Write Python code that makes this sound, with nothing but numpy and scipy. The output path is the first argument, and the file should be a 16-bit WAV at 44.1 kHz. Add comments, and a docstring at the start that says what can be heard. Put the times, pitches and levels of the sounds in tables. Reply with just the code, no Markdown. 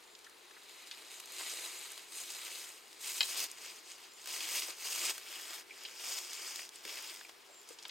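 """Waterproof clothing rubs and swishes as an angler moves about beside a still pond.
Its threads catch and let go in tiny scratches, and its folds flap with each move of an arm or leg.
Faint outdoor air lies underneath, and a small bird gives three thin, high whistles.
Bits of tackle tick and one hard piece clacks. A few low knocks sound, some alone, some giving body
to the clack and ticks. The bank and the trees add a short echo to the bird and the tackle."""
import sys
import numpy as np
from scipy import signal
from scipy.fft import rfft, irfft, next_fast_len
from scipy.io import wavfile
from scipy.ndimage import uniform_filter1d, map_coordinates

SR = 44100
rng = np.random.default_rng(int(sys.argv[2]) if len(sys.argv) > 2 else 0)


def store_pcm(level_fs):
    """Save levels as 16-bit WAV."""
    pcm = np.round(np.clip(level_fs, -1, 1) * 32767).astype(np.int16)
    wavfile.write(sys.argv[1], SR, np.atleast_2d(pcm).T)


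N = 348390

# Fabric sliding over fabric, one stroke for each move. Each row: start, rise, hold and fall in seconds,
# then level, brightness and sheen (the very high hiss of the weave) in dB.
STROKES = [(.336, 0.53, .38, .17, -55.5, -4.5, -11), (1.086, 0.032, 0.032, 0.079, -52.5, 5.5, -10.5),
           (1.246, .18, .137, .62, -43.5, 0.5, -10.5), (2.075, 0.11, .015, .145, -43.5, 6, -10.5),
           (2.231, .068, .308, 0.25, -47, 1.5, -10.5), (2.8, .06, 0.12, .05, -59.5, 1.5, -11),
           (2.98, 0.083, 0.21, .123, -42.5, 6, -8), (3.27, .025, 0.12, .044, -41, 2, -9.5),
           (3.358, .025, 0.054, 0.043, -37.8, 2, -8), (3.422, 0.044, 0.048, .1, -53, 0, -11),
           (3.516, 0.13, .03, .18, -48, 0, -12), (3.815, 0.078, .011, .092, -51, 3.5, -15),
           (3.938, .092, .01, .118, -55.5, -3, -13), (4.132, .06, 0.054, .04, -56, 3, -12),
           (4.233, 0.099, 0.3, .111, -40.5, 2, -10.5), (4.477, 0.093, .008, .056, -37, 3.5, -5),
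           (4.658, 0.029, .015, .07, -45.5, -1, -13), (4.726, .189, .062, .267, -39.1, 3.5, -9.5),
           (5.008, 0.035, 0.055, 0.035, -36.5, 3, -12), (5.104, 0.26, 0.22, .055, -47.5, -1.5, -9.5),
           (5.64, 0.25, 0.17, 0.026, -51, -2.5, -13), (5.955, 0.13, 0.054, .179, -41, 2.5, -12),
           (6.15, .185, .277, .091, -46, 1.5, -14.5), (6.41, 0.068, .02, .04, -48, 3, -13),
           (6.672, .086, .009, .089, -54.7, -1.5, -14), (6.801, 0.1, .087, .372, -46.5, -2, -11.5),
           (7.656, .041, .032, .033, -55, 3, -14), (7.77, .08, .05, .05, -58, -5, -16)]
# How the angler stands. Each row: time in seconds, stance (0 stepping back, 1 close by, 2 turned away,
# 3 bent over the gear), boost of the highest treble in dB.
STANCES = [(0, 0, -7), (1.7, 0, -12), (2.3, 0.3, -4), (3.0, 0.4, -4), (3.4, 1, 0), (5.1, 1, 1), (5.3, 2, 2),
           (5.7, 2, 1), (6.0, 3, 2), (6.6, 3, 4), (6.85, 2.5, 4)]
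# The tone of the swish in those four stances. Each row: frequency in Hz, level in dB.
SWISH_BACK = [(900, -40), (1500, -10.5), (2100, 0.5), (3100, 0.5), (3450, -1.5), (3950, 3.5), (4500, -2),
              (5000, -0.5), (5600, -6), (6400, -0.5), (8200, -1.5), (9300, -2), (10100, -12),
              (11500, -24.5)]
SWISH_CLOSE = [(900, -30.5), (1500, -11.5), (2100, -1), (2750, 1.5), (3900, -3), (4850, 1.5), (5700, -2.5),
               (6500, -0.5), (7450, -4), (8100, -2), (9200, -5.5), (10100, -16.5), (11500, -33)]
SWISH_AWAY = [(900, -29), (1500, -6), (2100, 0), (2700, 1), (3300, 1), (4000, -3.5), (4700, -0.5),
              (5250, 2), (5900, -3), (7300, -0.5), (8100, -1.5), (9400, -5), (10100, -14), (11500, -38)]
SWISH_BENT = [(900, -36), (1500, -11), (2200, -0.5), (3300, -0.5), (4100, -6.5), (4600, 1.5), (5250, 3),
              (5900, -1), (7000, -0.5), (7750, -4.5), (8200, -3), (9400, -6.5), (10100, -17), (11500, -34)]
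# The tone of the folds, the weave and the open air. Each row: frequency in Hz, level in dB.
FLAP_TONE = [(40, -21), (150, -21.5), (230, -19), (330, 3.5), (600, 3), (1200, 5.5), (1600, -3.5),
             (2400, -41)]
SHEEN_TONE = [(8500, -38), (10200, -2.5), (11800, 2.5), (14000, 2.5), (15000, -4), (16000, -2)]
AIR_TONE = [(25, -13.5), (110, -13), (180, -13.5), (240, -9.5), (300, -4.5), (370, 1.5), (450, 0.5),
            (560, -7.5), (900, -2), (1500, -5), (4200, -7.5), (6000, -15), (9500, -16), (15500, -23.5)]
# Nearby things that reflect the rubbing. Each row: delay in seconds, level in dB.
REFLECTIONS = [(.0031, -20), (.0057, -18), (.0094, -18)]
# How alike left and right are, for close sounds and for the air.
# Each row: frequency in Hz, likeness (1 the same, 0 unrelated, -1 opposite).
CLOSE_LIKENESS = [(60, -0.29), (300, 0.48), (1200, 0.6), (2300, 0.98), (3400, 0.94), (4300, 0.7),
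                  (5700, .75), (6600, .96), (9000, 0.96), (10000, 0.88), (11000, 0.99), (15000, 1)]
AIR_LIKENESS = [(60, -0.69), (130, -0.66), (290, 0.62), (640, 0.47), (1400, 0.29), (3100, 0.62),
                (7000, 0.91), (15000, 1)]
# How much louder the left side is. Each row: frequency in Hz, left minus right in dB.
LEFT_LOUDER = [(100, 0), (380, 4), (1300, 2.5), (2400, 0.9), (4400, 2.5), (8000, -1), (15000, 1)]
# How far the wave on the left runs ahead. Each row: frequency in Hz, lead in radians.
LEFT_LEAD = [(100, 0), (430, 0.6), (1000, 0.63), (1700, -0.61), (2400, 0.27), (3900, 0.1), (4600, -0.5),
             (5700, -0.47), (6400, -.1), (7200, -0.4), (8600, .05), (15000, 0)]
# The bird's calls. Each row: start and length in seconds, first and last pitch in Hz,
# level before mixing in dB.
BIRD_CALLS = [(.05, 0.15, 7350, 7200, -68), (4.083, .15, 7370, 7050, -62.5), (7.49, .16, 7540, 7180, -59)]
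# The echo of bank and trees. Each row: frequency in Hz, fade time (to drop by 60 dB) in seconds.
ECHO_FADE = [(300, .2), (3000, 0.27), (12000, 0.19)]
# The clearest ticks of the tackle, and low knocks that sound alone or give body to the clack and ticks.
# Each row: start in seconds, level in dB, centre frequency in Hz, width in octaves, fade time in seconds.
TACKLE_TICKS = [(.151, -36, 3900, 0.52, .02), (.244, -43, 3960, 0.77, .05), (.265, -41, 1620, .22, .05),
                (.509, -39.5, 1920, 1.2, .025), (.566, -44, 1620, .25, .06), (.912, -32, 3110, 0.74, .06),
                (1.2, -29.5, 4400, 1.19, .022), (1.258, -36, 5500, 1.1, .015),
                (1.919, -31, 8600, .54, .015), (1.977, -30.5, 3070, 1.44, 0.014),
                (2.303, -31.5, 4550, .9, .037), (3.514, -29, 7430, 0.47, .017),
                (4.258, -30, 3470, 1.5, 0.02), (4.273, -29, 3470, 1.8, 0.018),
                (4.405, -25, 3170, 0.58, 0.033), (4.621, -28, 2640, .7, 0.021),
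                (5.18, -28.5, 3000, 2, 0.021), (5.48, -35, 2600, 1.7, 0.019),
                (5.697, -41, 2400, 0.38, 0.027), (5.707, -33, 2270, .12, 0.046),
                (5.85, -30.5, 3220, 0.48, 0.072), (6.186, -26.5, 4630, 1.06, .02),
                (6.332, -26, 5230, 0.78, .016), (6.559, -20.5, 4050, 1.4, 0.0086),
                (6.593, -28.5, 2160, 1.3, 0.019), (6.691, -29.5, 5300, .65, 0.01),
                (6.758, -32, 8303, 0.26, 0.012), (6.851, -30.5, 2780, 1.24, 0.023),
                (7.211, -31, 1800, .95, 0.016), (7.247, -37, 2395, .19, .033),
                (7.293, -35, 1820, 1.6, 0.027), (7.689, -37, 6300, .61, 0.023),
                (7.787, -39.5, 4060, .59, .069), (7.826, -34.5, 6070, .49, .018),
                (7.852, -30.5, 2970, .5, .032), (7.894, -32, 3240, .55, .035)]
LOW_KNOCKS = [(1.31, -47, 400, .45, .08), (3.208, -29, 1050, .7, .05), (4.685, -38, 480, .6, .06),
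              (6.853, -38, 370, .35, .07), (7.49, -51, 580, .3, .2), (7.704, -39, 450, .3, .06),
              (7.853, -38.5, 800, 1, .04)]
# The hard piece's first hit and its chatter. Each row: start in seconds, level in dB.
CLACK_HITS = [(3.2067, -13.5), (3.2136, -19), (3.2284, -24), (3.2322, -23.5)]
# The notes that piece rings with. Each row: frequency in Hz, relative level in dB, fade time in seconds.
CLACK_NOTES = [(890, -26, 0.062), (1710, -16.5, 0.055), (2055, -12, .05), (2530, -3, 0.031),
               (2970, 0, 0.023), (3190, -3, 0.034), (3850, -1.5, 0.027), (4057, -0.5, 0.04),
               (4490, 2, 0.016), (5180, 5, 0.0084), (7100, -6.5, .025)]
# The tone of the noisy crack in each hit. Each row: frequency in Hz, level in dB.
CRACK_TONE = [(200, -36), (600, -9), (4000, 1), (6000, -19), (14000, -19)]


def amp(db):
    """Turn decibels into a number to multiply a sound by."""
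    return 10 ** (np.asarray(db) / 20)


def unit(x):
    """Scale a signal so that its average strength (rms) is 1."""
    return x / np.sqrt(np.mean(x ** 2) + 1e-20)


def along(points, hz):
    """Read a table at any frequency, sliding between its rows on a log scale."""
    row_hz, values = np.transpose(points)
    return np.interp(np.log(hz + 1), np.log(row_hz + 1), values)


def curves(rows):
    """Turn each column after the time into one value per sample."""
    times, *columns = np.transpose(rows)
    return [np.interp(np.arange(N) / SR, times, column) for column in columns]


def wobble(rate):
    """A smooth curve through random points, `rate` of them a second."""
    points = rng.standard_normal(int(N * rate / SR) + 4)
    coarse = np.linspace(0, N, N // 16)
    return np.interp(np.arange(N), coarse, map_coordinates(points, [coarse * rate / SR]))


def filtered(x, response):
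    """Multiply each frequency in a sound by response(hz)."""
    length = x.shape[-1]
    padded = next_fast_len(length + SR // 8)
    hz = np.fft.rfftfreq(padded, 1 / SR)
    return irfft(rfft(x, padded) * response(hz), padded)[..., :length]


def coloured(x, tone):
    """Shape a sound with a tone table, then scale it to strength 1."""
    return unit(filtered(x, lambda hz: amp(along(tone, hz))))


def add(track, start, sound):
    """Mix a sound into a track at a start time in seconds."""
    room = track[..., round(start * SR):][..., :sound.shape[-1]]
    room += sound[..., :room.shape[-1]]


def stereo(pair, likeness):
    """Blend two unrelated noises into left and right, slightly apart in level and timing."""
    angle = lambda hz: np.arccos(np.clip(along(likeness, hz), -1, 1)) / 2
    mid, side = filtered(pair, lambda hz: np.array([np.cos(angle(hz)), np.sin(angle(hz))]))
    half = np.array([[.5], [-.5]])
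    offsets = lambda hz: amp(half * along(LEFT_LOUDER, hz)) * np.exp(1j * half * along(LEFT_LEAD, hz))
    return filtered(np.array([mid + side, mid - side]), offsets)


def rubbing(idle_db, idle_bright_db, idle_sheen_db):
    """Level, brightness and sheen in dB: strokes add to a faint idle rub; the loudest colours it most."""
    t = np.arange(N) / SR
    power = np.full(N, amp(idle_db) ** 2)
    bright, sheen = idle_bright_db * power, idle_sheen_db * power
    for start, rise, hold, fall, db, bright_db, sheen_db in STROKES:
        speed = np.interp(t, start + np.cumsum([0, rise, hold, fall]), [0, 1, 1, 0])
        stroke_power = (amp(db) * speed) ** 2
        power += stroke_power
        bright += bright_db * stroke_power
        sheen += sheen_db * stroke_power
    return 10 * np.log10(power), bright / power, sheen / power


def thread_slips(per_second, spread_db, hiss_db):
    """Threads catch and let go in uneven scratches about a millisecond long, over a smooth hiss."""
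    sizes = (rng.random(N) < per_second / SR) * amp(spread_db * rng.random(N))
    release = np.exp(-np.arange(SR // 200) / SR / .0006)
    power = np.abs(signal.fftconvolve(sizes ** 2, release ** 2)[:N])
    scratches = unit(np.sqrt(power) * rng.standard_normal((2, N)))
    return unit(scratches + amp(hiss_db) * rng.standard_normal((2, N)))


def creases(x, depth_db):
    """Each crease briefly favours its own frequencies, in patches about 1 kHz wide and 20 ms long."""
    spectra = signal.stft(x, nperseg=128)[2]
    patches = uniform_filter1d(rng.standard_normal(spectra.shape[1:]), size=3, axis=0)
    patches = uniform_filter1d(patches, size=12, axis=1)
    return signal.istft(spectra * amp(depth_db * unit(patches)), nperseg=128)[1][:, :N]


def reflected(x, sway):
    """Nearby things bounce the sound back along paths that shift as the angler sways."""
    total = x
    for delay, db in REFLECTIONS:
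        lag = np.round(SR * delay * (1 + sway * wobble(2))).astype(int)
        total = total + amp(db) * x[:, np.clip(np.arange(N) - lag, 0, N - 1)]
    return total


def clothing(rub_db, bright_db, sheen_db):
    """Rubbing fabric: a swish that changes with the stance, flapping folds and the weave's sheen."""
    stance, treble_db = curves(STANCES)
    threads = creases(thread_slips(per_second=600, spread_db=13.0, hiss_db=3.5), depth_db=1.47)
    friction = stereo(reflected(threads, sway=.01), CLOSE_LIKENESS)
    swish = sum(np.clip(1 - abs(stance - k), 0, 1) * coloured(friction, tone)
                for k, tone in enumerate([SWISH_BACK, SWISH_CLOSE, SWISH_AWAY, SWISH_BENT]))
    dull = filtered(swish, lambda hz: 1 / (1 + (hz / 5700) ** 6))
    swish = amp(-bright_db / 2) * dull + amp(bright_db / 2) * (swish - dull)  # fast strokes are brighter
    flap = amp(-14 - 0.67 * bright_db) * coloured(friction, FLAP_TONE)  # slow, dull strokes flap more
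    sheen = coloured(friction, SHEEN_TONE)
    treble = filtered(sheen, lambda hz: np.clip((hz - 13000) / 1500, 0, 1))  # the body easily blocks this
    sheen = amp(sheen_db) * (sheen + (amp(treble_db) - 1) * treble)
    judder_db = 0.74 * wobble(50) + 0.31 * wobble(13)  # folds grip and let go unevenly
    return amp(rub_db + judder_db) * (swish + flap + sheen)


def air(level_db, drift_db):
    """The steady hush of the open air and the microphone."""
    gain = amp(level_db + drift_db * wobble(3.13))
    return gain * coloured(stereo(rng.standard_normal((2, N)), AIR_LIKENESS), AIR_TONE)


def bird(waver_hz, flutter_db):
    """A small bird whistles thin, slightly falling notes with a quick waver."""
    track = np.zeros(N)
    for start, length, first_hz, last_hz, db in BIRD_CALLS:
        count = int(length * SR)
        progress = np.arange(count) / (length * SR)
        hz = first_hz + (last_hz - first_hz) * progress + waver_hz * wobble(533)[:count]
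        swell = np.sin(np.pi * progress ** 0.8) * amp(flutter_db * wobble(144)[:count])
        whistle = np.sin(2 * np.pi * np.cumsum(hz) / SR)
        add(track, start, amp(db) * unit(swell * whistle))
    return np.array([track, track])


def echo(x):
    """The bank and the trees scatter a sound into a short, blurred tail."""
    hz, t, spectra = signal.stft(rng.standard_normal((2, SR // 2)), SR, nperseg=256)
    fade = amp(-60 * t / along(ECHO_FADE, hz)[:, None])
    tail = signal.istft(spectra * fade, SR, nperseg=256)[1]
    return signal.fftconvolve(x, tail / np.linalg.norm(tail[0]), axes=1)[:, :N]


def contacts(rows, skirt_db, ring_db):
    """Each tick or knock is a quickly fading band of noise, with five notes of the rod ringing in it."""
    track, t = np.zeros((2, N)), np.arange(SR // 8) / SR
    for start, db, centre_hz, octaves, fade_s in rows:
        band = lambda hz: np.exp(-.5 * (np.log2((hz + 1) / centre_hz) / octaves) ** 2)
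        # the skirt is a faint, wide spread of sound on both sides of the band
        skirt = lambda hz: amp(skirt_db) * hz / (hz + centre_hz) / (1 + (hz / centre_hz / 2) ** 2)
        noise = stereo(rng.standard_normal((2, len(t))), CLOSE_LIKENESS)
        burst = unit(filtered(noise, lambda hz: band(hz) + skirt(hz)))
        note_hz = centre_hz * 2 ** (octaves * rng.uniform(-.8, .8, size=(5, 1)))
        ring = unit(np.sin(2 * np.pi * (note_hz * t + rng.random(note_hz.shape))).sum(axis=0))
        loudness = amp(db - 7 - 60 * t / fade_s) * (1 - np.exp(-t * centre_hz))
        add(track, start, loudness * unit(burst + amp(ring_db) * ring))
    return track


def jostled_bits(rub_db, per_second, usual_hz, octaves, fade_s):
    """Loose bits tick by chance, louder when movement shakes them harder; gives rows for contacts()."""
    level_db = -37 + 0.67 * (rub_db + 50)  # 13 dB above the rub when the rub is at -50 dB
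    rows = []
    for when, size, pitch in rng.random((round(per_second * N / SR), 3)):
        db = level_db[int(when * N)] + 2.5 * (2 * size - 1)
        centre_hz = usual_hz * 2 ** (.8 * (2 * pitch - 1))
        rows.append((when * N / SR, db, centre_hz, octaves, fade_s))
    return rows


def clack(crack_db, phase_spread):
    """A hard piece is struck, chatters and rings; each note reaches left and right a bit out of step."""
    track, t = np.zeros((2, N)), np.arange(SR // 6) / SR
    hz, note_db, fade_s = np.transpose(CLACK_NOTES)[:, :, None]
    for start, db in CLACK_HITS:
        phase = phase_spread * rng.standard_normal((2, len(CLACK_NOTES), 1))
        phase += rng.uniform(0, 2 * np.pi, hz.shape)
        ring = np.sum(amp(note_db - 60 * t / fade_s) * np.sin(2 * np.pi * hz * t + phase), axis=1)
        crack = amp(crack_db - 60 * t / 0.033) * coloured(rng.standard_normal((2, len(t))), CRACK_TONE)
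        hit = (ring + crack) * (1 - np.exp(-t / 0.00028))
        add(track, start, amp(db) * hit / np.abs(hit).max())
    return track * amp([[1.5], [-1.5]])  # a little to the left


def scene():
    """Mix the nearby clothing and tackle with the air and the bird among the trees."""
    rub_db, bright_db, sheen_db = rubbing(idle_db=-64, idle_bright_db=-3, idle_sheen_db=-12)
    rustle = clothing(rub_db, bright_db, sheen_db)
    hush = air(level_db=-60.5, drift_db=-0.1)
    calls = bird(waver_hz=110, flutter_db=2.0)
    knocks = contacts(LOW_KNOCKS, skirt_db=-36, ring_db=-7.5)
    hard_clack = clack(crack_db=-5.5, phase_spread=.2)
    chance_ticks = jostled_bits(rub_db, per_second=7, usual_hz=5000, octaves=.8, fade_s=.02)
    ticks = contacts(list(TACKLE_TICKS) + chance_ticks, skirt_db=-25, ring_db=-7.0)
    # a low cut, like the microphone's, takes the deep thump out of the tackle
    low_cut = signal.butter(2, 220, "highpass", fs=SR, output="sos")
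    tackle = signal.sosfilt(low_cut, knocks + hard_clack + ticks)
    echoes = amp(-13.5) * echo(tackle) + amp(-6) * echo(calls)
    return rustle + hush + amp(-4.5) * calls + tackle + echoes


def record(dry):
    """Cut away the very highest treble, above 15850 Hz."""
    return filtered(dry, lambda hz: hz < 15850)


dry = scene()
out = record(dry)
store_pcm(out)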